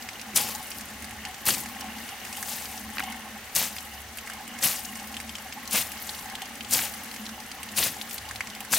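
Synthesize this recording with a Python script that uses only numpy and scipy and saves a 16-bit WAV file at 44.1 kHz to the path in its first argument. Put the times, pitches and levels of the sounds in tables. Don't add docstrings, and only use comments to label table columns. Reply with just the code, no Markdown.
import sys
import numpy as np
from scipy import signal
from scipy.fft import rfft, irfft, next_fast_len
from scipy.io import wavfile
from scipy.ndimage import uniform_filter1d, map_coordinates

SR = 44100
rng = np.random.default_rng(int(sys.argv[2]) if len(sys.argv) > 2 else 0)


def voltage_ratio(level):
    return 10 ** (np.asarray(level, float) / 20)


def dump(signal):
    limited = np.clip(np.atleast_2d(signal).T, -1, 1)
    pcm = np.round(limited * 32767).astype(np.int16)
    wavfile.write(sys.argv[1], SR, pcm)


N = 387198


def unit(x):
    return x / np.sqrt(np.mean(x ** 2) + 1e-20)


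def along(points, hz):
    f, value = np.transpose(points)
    return np.interp(np.log(hz + 1), np.log(f + 1), value)


def wobble(rate_hz):
    knots = rng.standard_normal(int(N * rate_hz / SR) + 4)
    return map_coordinates(knots, [np.arange(N) * rate_hz / SR])


def filtered(x, response):
    size = next_fast_len(N + 8192)
    return irfft(rfft(x, size) * response(np.fft.rfftfreq(size, 1 / SR)), size)[..., :N]


def resonances(modes):
    def response(f):
        total = 0
        for k, (pitch_hz, width_hz, level_db) in enumerate(modes):
            damping = 1j * f * width_hz
            total = total + (-1) ** k * voltage_ratio(level_db) * damping / (pitch_hz ** 2 - f ** 2 + damping)
        return total
    return response


def swells(rows, rest_db):
    t = np.arange(N) / SR
    power = voltage_ratio(rest_db) ** 2
    for s, db, length in rows:
        power = power + voltage_ratio(2 * db) * np.exp(-((t - s) / length) ** 2)
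    return np.sqrt(power)


def crackle(per_s, spread_db, life_s, noise, rows=1):
    when = rng.random((rows, N)) < per_s / SR
    size = np.minimum(rng.exponential(1, (rows, N)), 2.6)
    puffs = signal.lfilter([1], [1, -np.exp(-1 / (life_s * SR))], when * voltage_ratio(spread_db * size))
    hiss = rng.standard_normal((2, rows, N))
    return unit(unit(puffs * hiss[0]) + noise * hiss[1])


def patchy(x, depth_db, bands, frames):
    z = signal.stft(x, nperseg=128)[2]
    field = uniform_filter1d(rng.standard_normal(z.shape[1:]), bands, 0)
    field = uniform_filter1d(field, frames, 1)
    field -= field.mean(0)
    return unit(signal.istft(z * voltage_ratio(depth_db * unit(field)), nperseg=128)[1][:, :N])


def puff(centre_hz, sharp, t60, rows=1):
    t = np.arange(700) / SR
    burst = rng.standard_normal((rows, len(t))) * voltage_ratio(-60 * t / t60)
    band = signal.iirpeak(centre_hz, sharp, SR)
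    out = signal.lfilter(*band, signal.lfilter(*band, burst))
    return out / np.abs(out[0]).max()


def bank(x, answer_db):
    t = np.arange(1500) / SR
    echo = rng.standard_normal((2, len(t))) * voltage_ratio(-60 * t / 0.031) * (t > .002)
    return voltage_ratio(answer_db) * signal.fftconvolve(x[None], echo / np.linalg.norm(echo[0]), axes=1)[:, :N]


# frequency_hz, likeness [0 to 1]
LIKENESS = [(60, .995), (200, .99), (400, .88), (800, .88), (1400, .72), (3000, .5), (6800, .25),
            (15000, .45)]


def spread(pair):
    def mid_and_side(hz):
        angle = np.arccos(np.clip(along(LIKENESS, hz), -1, 1)) / 2
        return np.array([np.cos(angle), np.sin(angle)])
    mid, side = filtered(pair, mid_and_side)
    return np.array([mid + side, mid - side])


# frequency_hz, level_db [per Hz]
FAR_HISS = [(15, -41), (25, -14), (69, -12), (152, -10), (227, -14.5), (567, -9.5), (826, -6), (945, -11),
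            (2010, -6), (2420, -9.5), (15500, -25.5)]


def surroundings():
    swell = voltage_ratio(.8 * wobble(3))
    hiss = unit(filtered(rng.standard_normal((2, N)), lambda hz: voltage_ratio(along(FAR_HISS, hz))))
    chorus = unit(filtered(rng.standard_normal((2, N)), resonances([(6060, 220, 0)])))
    return spread(voltage_ratio(-43.5) * swell * hiss) + voltage_ratio(-58.0 + 0.59 * wobble(33)) * chorus


def bubbles(count):
    draw, k = rng.random((count, 4)), np.arange(600)
    pitch_hz = 650 * 5 ** draw[:, 1:2]
    cycles = pitch_hz * k / SR
    life = voltage_ratio(-60 * cycles / 22) * (1 - np.exp(-cycles / 0.85))
    notes = life * np.sin(2 * np.pi * cycles * (1 + 0.0093 * cycles))
    notes *= voltage_ratio(-2.5 * np.log(draw[:, 2:3] + 0.11))
    notes *= np.sqrt(pitch_hz)
    where = (draw[:, :1] * N).astype(int) + k
    pan = 2 * draw[:, 3:] - 1
    sides = [np.bincount(where.ravel(), (notes * g).ravel(), N + 600)[:N] for g in (1, pan)]
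    return unit(np.array(sides))


# start_s, level_db
STREAM = [(0.0, -55), (0.51, -48), (0.85, -55), (1.46, -51.5), (1.69, -51.5), (2.17, -50), (2.47, -51.5),
          (2.74, -50), (4.08, -56.5), (4.38, -51.5), (5.23, -52), (5.62, -49), (5.87, -54.5), (7.36, -50),
          (7.6, -54.5), (7.95, -55), (8.26, -57), (8.78, -49)]
# pitch_hz, width_hz, level_db
TANK_AIR = [(215, 23.8, 8), (254, 101, -0.5), (145, 68, -13.5)]
# pitch_hz, width_hz, level_db
DEEP_AIR = [(72.8, 5.9, -7), (108, 7.7, -12)]
# pitch_hz, width_hz, level_db
PIPE_AIR = [(749, 17.5, 1), (843, 58, -2.5), (1075, 31, -3), (1854, 280, -7), (2180, 35, -1.5),
            (2866, 270, -5)]
# start_s, level_db, length_s
BOOMS = [
    (1.1, -54, 0.22),
    (1.5, -52, 0.05),
    (2.88, -47.5, 0.051),
    (5.75, -52.5, 0.11),
    (6.31, -51, 0.042),
    (6.73, -49.5, .05),
    (7.8, -47, .07),
    (8.33, -49, 0.11),
]
# start_s, level_db, length_s
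TANK_GURGLES = [(.39, -51, .06), (1.02, -60, 0.029), (1.27, -45.5, 0.031), (2.0, -47, 0.41),
                (3.04, -40.5, 0.12), (3.84, -44.5, 0.03), (3.99, -46, 0.017), (4.25, -48, 0.017),
                (4.45, -46, 0.15), (5.0, -45.5, 0.033), (5.96, -42.5, 0.031), (6.4, -43.5, 0.093),
                (6.93, -48, 0.14), (8.29, -43, 0.029)]


def tank():
    flow_db = np.interp(np.arange(N) / SR, *np.transpose(STREAM))
    lumps = rng.standard_normal((2, N))
    boom = unit(filtered(lumps, lambda hz: resonances(DEEP_AIR)(hz) / (1 + (hz / 140) ** 4)))
    boom = swells(BOOMS, rest_db=-57.5) * voltage_ratio(1.6 * wobble(4.4)) * boom
    surge = voltage_ratio(1.5 * wobble(14))
    hum = unit(filtered(lumps * surge, lambda hz: resonances(TANK_AIR)(hz) / (1 + (hz / 330) ** 4)))
    hum = voltage_ratio(flow_db + 3 + 2.2 * wobble(6)) * hum
    splashes = crackle(per_s=350, spread_db=3, life_s=.003, noise=1.1, rows=2)
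    splash = unit(filtered(splashes + .42 * bubbles(count=1400), resonances(PIPE_AIR)))
    splash_gain = voltage_ratio(0.15 * (flow_db - flow_db.mean()) + 1.3 * wobble(9))
    splash = swells(TANK_GURGLES, rest_db=-48.5) * splash_gain * patchy(splash, 2.5, 1, 40)
    return spread(boom + hum + splash)


# start_s, level_db [peak], pitch_hz [bubble]
BIG_DROPS = [(0.0884, -21.5, 2110), (1.251, -20, 2450), (1.6593, -24, 1950), (2.2504, -27, 2100),
             (2.429, -22, 1640), (2.6554, -25.5, 2800), (3.037, -28, 3100), (3.7654, -25, 2060),
             (3.7835, -21.5, 3150), (4.185, -22, 2610), (4.2735, -24, 1900), (4.299, -25, 1500),
             (4.5883, -27, 2100), (5.1424, -23, 2650), (5.1675, -17.5, 3020), (5.201, -23, 2050),
             (5.2938, -23, 3040), (5.3533, -21, 2820), (5.5247, -24.5, 2240), (6.0928, -16.5, 3770),
             (6.353, -18, 3240), (6.419, -20.5, 2920), (6.6077, -19, 2740), (6.647, -25, 3030),
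             (7.2648, -22.5, 3550), (8.0134, -17, 3280), (8.3109, -20.5, 1720), (8.3586, -24.5, 2930),
             (8.4067, -12.5, 1950), (8.471, -27, 2180)]
# start_s, level_db [peak], pitch_hz [tick]
SMALL_DROPS = [(.0234, -40.5, 5040), (.132, -42.5, 4200), (.214, -39, 5700), (.7047, -36, 9790),
               (.7158, -36, 4310), (.8094, -39, 7300), (1.3433, -42, 6140), (1.8087, -36.5, 4870),
               (2.3267, -35.5, 6750), (2.37, -34, 9560), (4.3344, -40, 6900), (4.4774, -39, 8970),
               (4.849, -37.5, 4010), (4.9553, -37.5, 6360), (1.2516, -38.5, 4480), (5.6547, -43, 5320),
               (5.676, -36, 5290), (6.1469, -39.5, 4220), (6.5545, -40, 8040), (6.938, -37.5, 6340),
               (7.1131, -40, 4530), (7.1625, -37, 5970), (7.5153, -36, 5700), (7.631, -36.5, 8650),
               (8.111, -39, 5400), (8.1808, -34.5, 4910), (8.5008, -39.5, 4080), (8.5503, -38.5, 6200),
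               (8.6054, -35.5, 9000), (8.649, -41, 7820)]
# start_s, level_db [peak], pitch_hz [tick]
FINE_SPRAY = [(0.1954, -31, 4270), (0.55, -30, 10700), (0.6778, -34, 8340), (0.9012, -33, 9780),
              (1.023, -30, 9080), (1.0435, -31, 4660), (1.1086, -28.5, 9170), (1.9848, -31, 5220),
              (2.09, -29, 6300), (2.2706, -34, 5580), (2.7768, -28.5, 5140), (2.9012, -33, 9550),
              (3.1008, -30, 8340), (3.1217, -30.5, 6210), (4.1727, -26, 10400), (4.9984, -29.5, 6150),
              (5.0728, -31, 11500), (5.212, -31, 8930), (5.3836, -31, 5670), (5.918, -27, 9600),
              (5.971, -34, 4710), (6.299, -29, 5980), (6.4564, -29, 5170), (7.1406, -29, 5900),
              (7.2543, -32, 4000), (7.2914, -29.5, 4920), (7.402, -32, 5610), (7.6888, -31, 5450),
              (8.0957, -28, 8240), (8.289, -28.5, 4670)]


def all_drops():
    rows = []
    for s, db, hz in BIG_DROPS:
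        rows.append((s, db, hz, -37 + 0.1 * (db + 7.5), 6200 * voltage_ratio(rng.normal(0, 1.4))))
    spray = [(s, db - 10.5, hz) for s, db, hz in FINE_SPRAY]
    for s, db, hz in SMALL_DROPS + spray:
        bubble_db = db + 6 + rng.normal(0, 3.6)
        rows.append((s, bubble_db, 2220 * voltage_ratio(rng.normal(0, 2.3)), db, hz))
    return rows


def drops():
    out, t = np.zeros((2, N + SR)), np.arange(700) / SR
    mid_side = np.array([[1], [.3]])
    for s, db, bubble_hz, tick_db, tick_hz in all_drops():
        cycles = bubble_hz * t
        life = (1 - np.exp(-cycles / .35)) * np.exp(-(cycles / 3.8) ** 2)
        bubble = life * np.sin(2 * np.pi * cycles * (0.796 + 0.065 * cycles))
        tick = puff(tick_hz, sharp=1.0, t60=.02, rows=2)
        mist = voltage_ratio(-10 + rng.normal(0, 4)) * puff(13000, sharp=1.2, t60=.014, rows=2)
        here = out[:, round(s * SR):][:, :len(t)]
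        here[0] += voltage_ratio(db - 3.0) * bubble
        here += voltage_ratio(tick_db + 10.5) * (tick + mist) * mid_side
    mid, side = out
    return np.array([mid + side, mid - side])[:, :N] + bank(mid, answer_db=-2.5)


# start_s, level_db [peak], t60_s
EARTH_HITS = [
    (0.334, -34.5, 0.98),
    (1.468, -29, 0.48),
    (2.986, -38, 0.12),
    (3.553, -41, 0.36),
    (4.639, -43, 0.16),
    (5.74, -42, 0.13),
    (6.728, -36, 0.68),
    (7.788, -33, 0.78),
    (8.711, -35, 0.16),
]


def thuds():
    out, t = np.zeros(N + SR), np.arange(9000) / SR
    dull = signal.butter(2, [95, 330], "bandpass", fs=SR, output="sos")
    for s, db, t60 in EARTH_HITS:
        push = rng.standard_normal(len(t)) * voltage_ratio(-60 * t / t60) * (1 - np.exp(-t / 0.0025))
        push = signal.sosfilt(dull, push)
        out[round(s * SR):][:len(t)] += voltage_ratio(db) * push / np.abs(push).max()
    return out[:N]


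# frequency_hz, left_minus_right_db
LEFT_TILT = [(60, 8), (150, -2), (380, 4), (950, -0.5), (2380, 0.5), (5980, 6), (15000, 2.5)]


def leftward(mono, scatter):
    tilt = lambda hz: voltage_ratio(along(LEFT_TILT, hz) / 2 * np.array([[1], [-1]]))
    return filtered(np.array([mono + scatter, mono - scatter]), tilt)


# start_s [bite], level_db [crackle at bite], rise_s, drag_s, leave_db [crackle as blade leaves]
SLASHES = [
    (0.363, -23, 0.023, 0.16, -40),
    (1.467, -23, 0.019, 0.052, -24.5),
    (2.52, -35, 0.3, 0.26, -47),
    (3.558, -22.5, 0.016, 0.088, -30),
    (4.639, -21, 0.045, .11, -33.5),
    (5.733, -25, 0.043, 0.051, -22),
    (6.734, -21, 0.056, 0.11, -31.5),
    (7.777, -24.5, 0.034, .07, -23),
    (8.732, -20.5, 0.037, 0.053, -27),
]


def stroke_gains():
    gains, t = np.zeros((3, N)), np.arange(N) / SR
    touch_db, leave_db_per_s, settle_db_per_s = -53.5, 240, 41
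    for s, bite_db, rise, drag, leave_db in SLASHES:
        times = [s - 2 * rise, s, s + drag, s + drag + 1]
        levels = [2 * touch_db - bite_db, bite_db, leave_db, leave_db - leave_db_per_s]
        db = np.interp(t, times, levels)
        after = np.maximum(t - s, 0)
        gains[0] += voltage_ratio(db + 1.5 * np.exp(-after / 0.019))
        gains[1] += voltage_ratio(db - 6.5 - 3 * np.exp(-after / 0.077))
        settle_db = -39 + 0.64 * (bite_db + 21.5)
        gains[2] += (t > s) * voltage_ratio(settle_db - settle_db_per_s * np.maximum(after - drag, 0))
    return gains


# frequency_hz, level_db [per Hz]
STEM_COLOUR = [(59, -42), (100, -6.5), (220, 2), (380, -14), (500, -1.5), (790, 0.5), (1300, -2.5),
               (2600, 2), (3700, -2.5), (6000, -4.5), (9500, -4), (12500, -4.5), (14500, -3.5), (15800, -8)]
# start_s, level_db, length_s
LEAF_BRUSHES = [(.75, -47, 0.052), (1.598, -34.5, 0.024), (2.05, -44.5, 0.075), (3.0, -45.5, 0.1),
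                (4.15, -60, 0.16), (5.15, -49.5, 0.25), (6.09, -41, 0.12), (7.2, -51.5, 0.22),
                (8.11, -47, 0.032), (8.146, -38, 0.022), (1.0, -62, 0.052), (2.8, -51.5, .1)]


def foliage():
    breaks = crackle(per_s=900, spread_db=2.5, life_s=.0001, noise=1.8, rows=2)
    breaks = patchy(breaks, 2.6, 9, 6) * voltage_ratio(1.3 * wobble(55))
    brushes = crackle(per_s=70, spread_db=2.8, life_s=.004, noise=1.2, rows=2)
    brushes = patchy(brushes, 3.5, 12, 7)
    low = lambda hz: 1 / (1 + (hz / 3600) ** 6)
    colour = lambda hz: voltage_ratio(along(STEM_COLOUR, hz))
    treble = lambda x: unit(filtered(x, lambda hz: colour(hz) * (1 - low(hz))))
    body = unit(filtered(breaks, lambda hz: colour(hz) * low(hz)))
    crackle_gain, body_gain, settling = stroke_gains()
    rustle = np.hypot(settling, swells(LEAF_BRUSHES, rest_db=-51)) * treble(brushes)
    cut = crackle_gain * treble(breaks) + body_gain * body
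    return leftward(cut[0] + rustle[0], 0.11 * cut[1] + 0.36 * rustle[1])


# start_s, level_db [peak], pitch_hz
STEM_SNAPS = [(0.335, -29, 2090), (0.3604, -9.5, 8800), (0.374, -9.5, 8800), (1.4551, -17, 11000),
              (1.4665, -30, 8670), (1.487, -10, 1720), (1.5054, -13, 4230), (2.427, -18.5, 9510),
              (2.533, -33, 4260), (2.97, -23.5, 1340), (2.983, -15.5, 2400), (2.9945, -17.5, 1700),
              (3.003, -16, 1510), (3.551, -16, 9000), (3.563, -9.5, 7900), (3.5775, -18, 3200),
              (4.627, -17, 5670), (4.665, -19, 2620), (5.71, -21, 9430), (5.7233, -21, 4950),
              (5.7734, -29, 2050), (6.71, -14.5, 9140), (6.736, -11, 9290), (6.79, -14, 2170),
              (6.853, -19, 5270), (7.7653, -19, 10500), (7.7864, -14, 9190), (8.7205, -21, 5980),
              (8.7292, -15.5, 2000), (8.7358, -11, 1920)]


def snaps():
    out = np.zeros(N + SR)
    for s, db, ring_hz in STEM_SNAPS:
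        crack = puff(ring_hz, sharp=1.1, t60=.013)[0]
        out[round(s * SR):][:len(crack)] += voltage_ratio(db) * crack
    return leftward(out[:N], 0) + bank(out, answer_db=-8)


def scene():
    return surroundings() + tank() + drops() + thuds() + foliage() + snaps()


def band_limit(x):
    return signal.sosfilt(signal.butter(12, 16860, fs=SR, output="sos"), x)


def record(dry):
    top_hz = 15850
    mix = filtered(dry, lambda hz: hz < top_hz)
    return band_limit(mix)


dry = scene()
out = record(dry)
dump(out)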